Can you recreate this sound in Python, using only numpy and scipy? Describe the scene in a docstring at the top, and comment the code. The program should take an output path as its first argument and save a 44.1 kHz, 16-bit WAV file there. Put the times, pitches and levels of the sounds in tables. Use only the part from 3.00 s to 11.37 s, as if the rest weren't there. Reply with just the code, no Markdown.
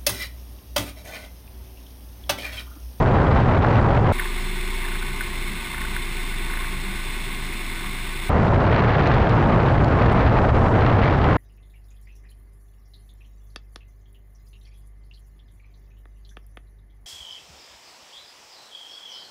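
"""A motorised hang-glider trike in flight, heard from the wing, then the cockpit, then the wing again.
Out on the wing, gusts swell the 2 to 4 kHz rasp of octave-band noise; bursts slap, pops crackle, a tone thrums.
In the cockpit, cosines make the propeller shake and the throbbing drive; noise makes rumble, hiss and buzz.
A wavering drone hoots there and a mount rattles in decaying modes; sample-and-hold adds a bright fizz.
Back on the wing the buffeting returns, with hard slaps and one thin tick."""
import sys
import numpy as np
from scipy import signal
from scipy.fft import rfft, irfft, next_fast_len
from scipy.io import wavfile
from scipy.ndimage import uniform_filter1d, minimum_filter1d

SR = 44100
rng = np.random.default_rng(int(sys.argv[2]) if len(sys.argv) > 2 else 0)


def transcribe(u):
    """Save the signal u as a 16-bit wav file named by the first command-line argument.

    u: samples, shape (n,) or (channels, n), limited to [-1, 1]; the rate is SR.
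    q: integer samples, one column per channel.
    """
    v = np.clip(np.atleast_2d(u).T, -1, 1)
    q = np.round(v * 32767).astype(np.int16)
    wavfile.write(sys.argv[1], SR, q)


N = 369116

TIME = np.arange(N) / SR
FFT_SIZE = next_fast_len(N, True)
FREQ = np.maximum(np.arange(FFT_SIZE // 2 + 1) * SR / FFT_SIZE, 1)


def from_db(db):
    """Decibels to gain."""
    return 10 ** (np.asarray(db) / 20)


def rms_one(x):
    """Scale to unit rms."""
    return x / np.sqrt(np.mean(x ** 2) + 1e-20)


def in_time(rows):
    """One curve over time per value column of a table."""
    s, *columns = np.transpose(rows)
    return [np.interp(TIME, s, c) for c in columns]


def at_hz(points, hz):
    """Read a table on a log-frequency axis."""
    f, value = np.transpose(points)
    return np.interp(np.log(hz), np.log(f), value)


def noise(gain):
    """Noise of rms 1, shaped by a gain at each frequency."""
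    spectrum = rfft(rng.standard_normal(FFT_SIZE))
    return rms_one(irfft(spectrum * gain, FFT_SIZE)[:N])


def drift(rate_hz):
    """Random wavering of spread 1, mostly slower than rate_hz."""
    return noise(1 / (1 + (FREQ / rate_hz) ** 2))


def humps(modes):
    """Summed power response of a set of resonances."""
    return sum(from_db(db) ** 2 / (1 + ((FREQ - hz * hz / FREQ) / width) ** 2) for hz, width, db in modes)


def cut(x, hz, kind, order=2):
    """Butterworth filter."""
    sections = signal.butter(order, hz, kind, fs=SR, output="sos")
    return signal.sosfilt(sections, x + 1e-18)


def bursts(rows, t60):
    """Puffs of noise that start at each (s, dB) and fall by 60 dB in t60 seconds."""
    starts = np.zeros(N)
    for s, db in rows:
        starts[round(s * SR)] = from_db(db)
    envelope = signal.lfilter([1], [1, -from_db(-60 / (t60 * SR))], starts + 1e-18)
    return envelope * rng.standard_normal(N)


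def add(out, s, sound):
    """Mix a short sound in at time s."""
    i = round(s * SR)
    out[i:i + len(sound)] += sound[:N - i]


def swells(rows, half_width_s):
    """Gain that rises and falls in a bell around each (s, dB); overlapping bells add in power."""
    t = TIME[::100]
    power = sum(from_db(db) ** 2 * np.exp(-((t - s) / half_width_s) ** 2) for s, db in rows)
    return np.interp(TIME, t, np.sqrt(power))


def crackle(per_s, spread_db):
    """Single tiny eddies pop on the port at random, in random sizes and either polarity."""
    sizes = from_db(spread_db * np.minimum(rng.exponential(1, N), 3)) * rng.choice([-1, 1], N)
    pops = sizes * (rng.random(N) < per_s / SR)
    return rms_one(cut(cut(pops, 2200, "high"), 3900, "low", order=5))


def vortices():
    """Air breaking away from the housing thrums at an unsteady low pitch."""
    # central pitch of the shed vortices [t/s, f/Hz]
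    vortex_pitch = [(0, 108), (1.1, 116), (5.8, 108), (6.25, 128), (6.5, 175), (6.75, 120), (7.65, 101),
                    (8.35, 120)]
    phase = 2 * np.pi * np.cumsum(in_time(vortex_pitch)[0]) / SR + 1.35 * drift(rate_hz=17.6)
    return from_db(-20.5 + 2 * drift(rate_hz=14)) * np.sin(phase)


def wind(flow_db):
    """Turbulence: gusts swell the rasp around 2 to 4 kHz, the lowest and highest registers dip; eddies chop it."""
    # relative spectrum of the turbulence [f/Hz, level per Hz/dB]
    wind_spectrum = [(10, -19), (25, -8), (60, -2), (112, 0), (170, -7), (300, -11.5), (750, -13),
                     (1200, -17.5), (2000, -26.5), (4200, -44.5), (6000, -57.5), (8300, -66.5),
                     (11000, -81), (13000, -105)]
    # how deeply small eddies chop the wind, all registers in common [f/Hz, depth per unit of eddy swing/dB]
    chop_depth = [(100, 1.5), (600, -0.5), (1500, 2), (3500, 4.5), (6000, 2), (10000, -1.5)]
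    # how each register answers the airflow; negative ones dip in a gust
    # [f/Hz, level change per dB of airflow/dB]
    gust_response = [(120, -0.37), (600, 0), (1200, 0.06), (2000, 0.96), (4000, 1.15), (9000, -1.4)]
    flow = rfft(noise(from_db(at_hz(wind_spectrum, FREQ))), FFT_SIZE)
    eddies = 0.58 * drift(rate_hz=56) + 0.78 * drift(rate_hz=350)
    turbulence = 0
    for hz in 2. ** np.arange(4, 15):
        band = np.maximum(1 - abs(np.log2(FREQ / hz)), 0)  # triangles that overlap by an octave
        octave = irfft(flow * band, FFT_SIZE)[:N]
        gust_gain = from_db(at_hz(gust_response, hz) * flow_db)
        chop_gain = rms_one(from_db(at_hz(chop_depth, hz) * eddies))
        turbulence = turbulence + octave * gust_gain * chop_gain
    pops = from_db(2.0 * flow_db - 57) * crackle(per_s=70, spread_db=5.5)
    return from_db(-15) * turbulence + pops + vortices()


def slaps(flow_db):
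    """The hardest eddies crack on the port as filtered noise bursts; once something ticks thinly."""
    # hardest slaps of air on the microphone [t/s, burst level before filters and make-up gain/dB]
    hard_slaps = [(5.7151, -27), (6.0725, -17), (6.1456, -24), (6.2948, -18), (6.8445, -18), (8.0468, -28),
                  (8.178, -28)]
    # the thin tick on the wing [t/s, burst level before filters and trim/dB]
    ticks = [(7.123, -40)]
    light_per_s, light_db, light_spread_db = 12, -35, 1.5  # rate at the usual airflow, more in a gust
    times = TIME[rng.random(N) < light_per_s * from_db(2 * flow_db) / SR]
    levels_db = light_db + light_spread_db * rng.standard_normal(len(times))
    all_slaps = list(hard_slaps) + list(zip(times, levels_db))
    cracks = cut(cut(bursts(all_slaps, t60=.01), 1500, "high"), 3300, "low", order=3)
    tick = cut(cut(bursts(ticks, t60=0.032), 4000, "high"), 10500, "low", order=10)
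    return from_db(6) * cut(cracks, 8500, "low", order=8) + from_db(-2) * tick


def propeller(turns):
    """Unbalance shakes the frame once a turn; blade passes and firing hum above it."""
    # shake at the turning rate [t/s, rms level/dB]
    shake_level = [(1.2, -25.5), (2.0, -25.5), (2.27, -29.5), (2.45, -26), (2.68, -39), (2.85, -28),
                   (3.55, -26), (3.95, -29), (5.25, -29.5)]
    # pitches of the hum [multiple of the propeller speed]
    tone_orders = [2, 3, 4.93]
    # central rms levels of those tones [level/dB]
    tone_levels = [-42.5, -55, -49.5]
    out = from_db(in_time(shake_level)[0]) * np.cos(2 * np.pi * turns)
    for order, db in zip(tone_orders, tone_levels):
        level = from_db(db + 2.7 * drift(rate_hz=2.5))
        out = out + level * np.cos(2 * np.pi * order * turns + 0.6 * drift(rate_hz=4.1))
    return np.sqrt(2) * out  # rms to peak


def drive(turns, speed):
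    """Close lines of the reduction drive churn, then fall into step every third propeller turn and throb."""
    # lines on successive thirds of the propeller speed
    # [rms level at the highest speed/dB, rms level at the lowest speed/dB]
    drive_lines = [(-45.5, -49), (-68, -69), (-43.5, -66), (-62, -61), (-66, -54.5), (-50.5, -51),
                   (-69, -54.5), (-60, -69), (-73, -62)]
    # how far the lines are out of step, scaled up by line number below [t/s, phase/rad]
    slip_curve = [(1.2, 0.72), (2.7, 0.47), (3.7, 0.015)]
    in_step_s = 4.28  # a moment when the cycle starts afresh
    cycle = 2 * np.pi * (turns - np.interp(in_step_s, TIME, turns)) / 3
    slowed = (speed.max() - speed) / np.ptp(speed)  # 0 at the highest speed, 1 at the lowest
    slip, out = in_time(slip_curve)[0], 0
    for k, (fast_db, slow_db) in enumerate(drive_lines, 37):  # k cycles every three turns
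        lag = slip * (k - 37) * (k - 42)
        level_db = fast_db + slowed * (slow_db - fast_db) + 1.6 * drift(rate_hz=2.0)
        out = out + from_db(level_db) * np.cos(k * cycle + lag)
    return np.sqrt(2) * out  # rms to peak


def frame(turns, knocks):
    """Tubes and panel carry engine noise that pulses each turn; the panel buzzes harder around a knock."""
    # relative spectrum of the cabin rumble [f/Hz, level per Hz/dB]
    rumble_spectrum = [(30, 5), (60, -1.5), (85, -1.5), (112, -0.5), (135, -0.5), (160, -3), (200, 0.5),
                       (250, -2), (310, -6.5), (400, -8), (480, -15.5), (650, -14)]
    # relative spectrum of the engine hiss [f/Hz, level per Hz/dB]
    hiss_spectrum = [(500, -29), (800, -14), (1300, -11), (1700, -6.5), (2200, -3), (2700, -5), (3100, -11),
                     (3400, -9), (3830, -13.5), (4130, -9), (4700, -18), (5400, -14.5), (5900, -17)]
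    # resonances of the frame [f/Hz, width/Hz, level relative to the hiss/dB]
    frame_modes = [(724, 38, 10), (1497, 11.4, 12.5), (2120, 180, 5), (3587, 160, 8.5), (3970, 72, 2)]
    # resonances of the panel [f/Hz, width/Hz, relative level before the contrast power/dB]
    panel_modes = [(910, 71, 1), (990, 150, -2.5), (1085, 89, 3), (1190, 60, -1)]
    rest_db, kick_db, swell_s = -44, -15, 0.059  # buzz at rest; kick relative to a knock; its half-width
    pulsing = from_db(0.29 * np.cos(2 * np.pi * turns) + 0.77 * drift(rate_hz=120))
    resonance = np.sqrt(1 + humps(frame_modes))
    hiss = from_db(-33) * noise(from_db(at_hz(hiss_spectrum, FREQ)) * resonance * (FREQ > 400))
    buzz_gain = np.hypot(from_db(rest_db), from_db(kick_db) * swells(knocks, swell_s))
    buzz = buzz_gain * noise(humps(panel_modes) ** 0.8)
    rumble = noise(from_db(at_hz(rumble_spectrum, FREQ)) * (FREQ < 700))
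    rumble = cut(cut(rumble, 710, "low"), 27, "high")
    return pulsing * (hiss + buzz) + from_db(-38.5) * rumble


def drone():
    """One wavering low note of the frame that swells into brief hoots."""
    # brief swells of the drone [t/s, peak level/dB]
    hoots = [(1.49, -36.5), (2.54, -36), (2.92, -43), (3.74, -38.5), (3.89, -34.5), (4.45, -39.5),
             (4.88, -41.5)]
    drone_hz, drone_db, waver_db, hoot_s = 193, -48, 2, .04  # hoot_s: half-width of a hoot
    steady = from_db(drone_db + waver_db * drift(rate_hz=5.9))
    level = np.hypot(steady, swells(hoots, hoot_s))
    return level * np.sin(2 * np.pi * drone_hz * TIME + 1.0 * drift(rate_hz=8.3))


def rattle(speed):
    """The knocks of every run as (s, dB): a propeller turn apart and dying away."""
    # short runs of knocks [t/s, count of knocks, strength of the first before mount gains/dB]
    runs = [(1.185, 3, -32.5), (1.195, 1, -25.5), (1.847, 4, -32.5), (2.024, 1, -32), (2.207, 1, -28),
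            (2.744, 3, -31), (2.848, 1, -30.5), (2.963, 1, -29), (3.499, 5, -31), (4.698, 1, -37),
            (4.808, 2, -34.5)]
    knock_loss_db = 0.4  # each knock of a run is weaker than the last
    knocks = []
    for s, count, db in runs:
        turn_s = 1 / np.interp(s, TIME, speed)
        knocks += [(s + k * turn_s, db - knock_loss_db * k) for k in range(round(count))]
    return knocks


def mount(knocks):
    """Each knock is a brief gritty scuff that sets the modes of the mount ringing; hard ones ring the most."""
    # modes of the mount [f/Hz, relative level/dB, t60/s]
    mount_modes = [(1070, -21, 0.045), (1500, -1.5, 0.026), (1770, -1.5, 0.022), (1900, -4.5, 0.022),
                   (2090, -4, 0.033), (3600, -22, .012)]
    out, t = np.zeros(N), TIME[:SR // 10]
    usual_db = np.mean(knocks, axis=0)[1]
    colours = rng.standard_normal((len(knocks), len(mount_modes)))  # varies level and phase of each mode
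    for (s, db), colour in zip(knocks, colours):
        ring = 0
        for (hz, level, t60), c in zip(mount_modes, colour):
            ring = ring + from_db(level + c - 60 * t / t60) * np.sin(2 * np.pi * hz * t + 2 * c)
        strength = from_db(db + 9 + .5 * (db - usual_db))
        attack = 1 - np.exp(-t / 0.0015)
        add(out, s, strength * ring * attack)
    scuff = cut(cut(bursts(knocks, t60=0.045), 1350, "high", order=4), 2170, "low", order=4)
    return out + from_db(13) * scuff


def sample_and_hold(x):
    """Staircase sampling mirrors the sound into the treble, around the sampling rate."""
    hold_hz = 12000
    coarse = signal.resample_poly(cut(x, 5800, "low", order=16), hold_hz, SR)
    staircase = np.repeat(coarse, 4)
    return signal.resample_poly(staircase, SR, 4 * hold_hz)[:N]


def scene():
    """The wing microphone, then the sheltered cockpit one by the instrument, then the wing again."""
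    # strength of the airflow over the wing microphone [t/s, level above the usual/dB]
    airflow = [(0, -2), (.52, -.5), (1.1, -2), (5.3, -1), (5.45, -2), (5.75, 3), (5.93, 2), (6.08, 3),
               (6.42, -0.5), (6.7, 1), (6.85, -2), (7.1, 2), (7.56, -3.5), (7.78, 1), (8.1, 3.5),
               (8.36, -0.5)]
    # propeller speed [t/s, speed/(turns/s)]
    propeller_speed = [(1.2, 28.68), (1.7, 28.52), (2.5, 28.14), (3.3, 27.8), (4.1, 27.5), (4.5, 27.33),
                       (5.2, 27.38)]
    to_cockpit_s, to_wing_s = 1.122, 5.293
    flow_db = in_time(airflow)[0] + 1 * drift(rate_hz=15)  # quick random unevenness, spread 1 dB
    wing = wind(flow_db) + slaps(flow_db)

    speed = in_time(propeller_speed)[0]
    turns, knocks = np.cumsum(speed) / SR, rattle(speed)
    machine = propeller(turns) + drive(turns, speed)
    cockpit = sample_and_hold(machine + frame(turns, knocks) + drone() + mount(knocks))

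    fade_in = np.clip((TIME - to_cockpit_s) / 0.0012, 0, 1)
    fade_out = np.clip((to_wing_s - TIME) / 0.0031 + 1, 0, 1)
    inside = fade_in * fade_out
    return (inside * cockpit + (1 - inside) * wing)[None]


def record(dry):
    """A limiter with a short hold evens out the buffeting; the ends are eased and the top is cut."""
    headroom = np.minimum(1, 0.47 / (abs(dry) + 1e-9))
    held = minimum_filter1d(headroom, size=1100)
    gain = uniform_filter1d(uniform_filter1d(held, size=600), size=600)
    to_nearest_end = np.minimum(TIME, TIME[-1] - TIME)
    ends = np.sin(np.pi / 2 * np.minimum(1, to_nearest_end / .003)) ** 2
    top_cut = signal.ellip(12, .1, 90, 15300, fs=SR, output="sos")  # steep low-pass at 15.3 kHz
    return signal.sosfilt(top_cut, dry * gain * ends)


dry = scene()
out = record(dry)
transcribe(out)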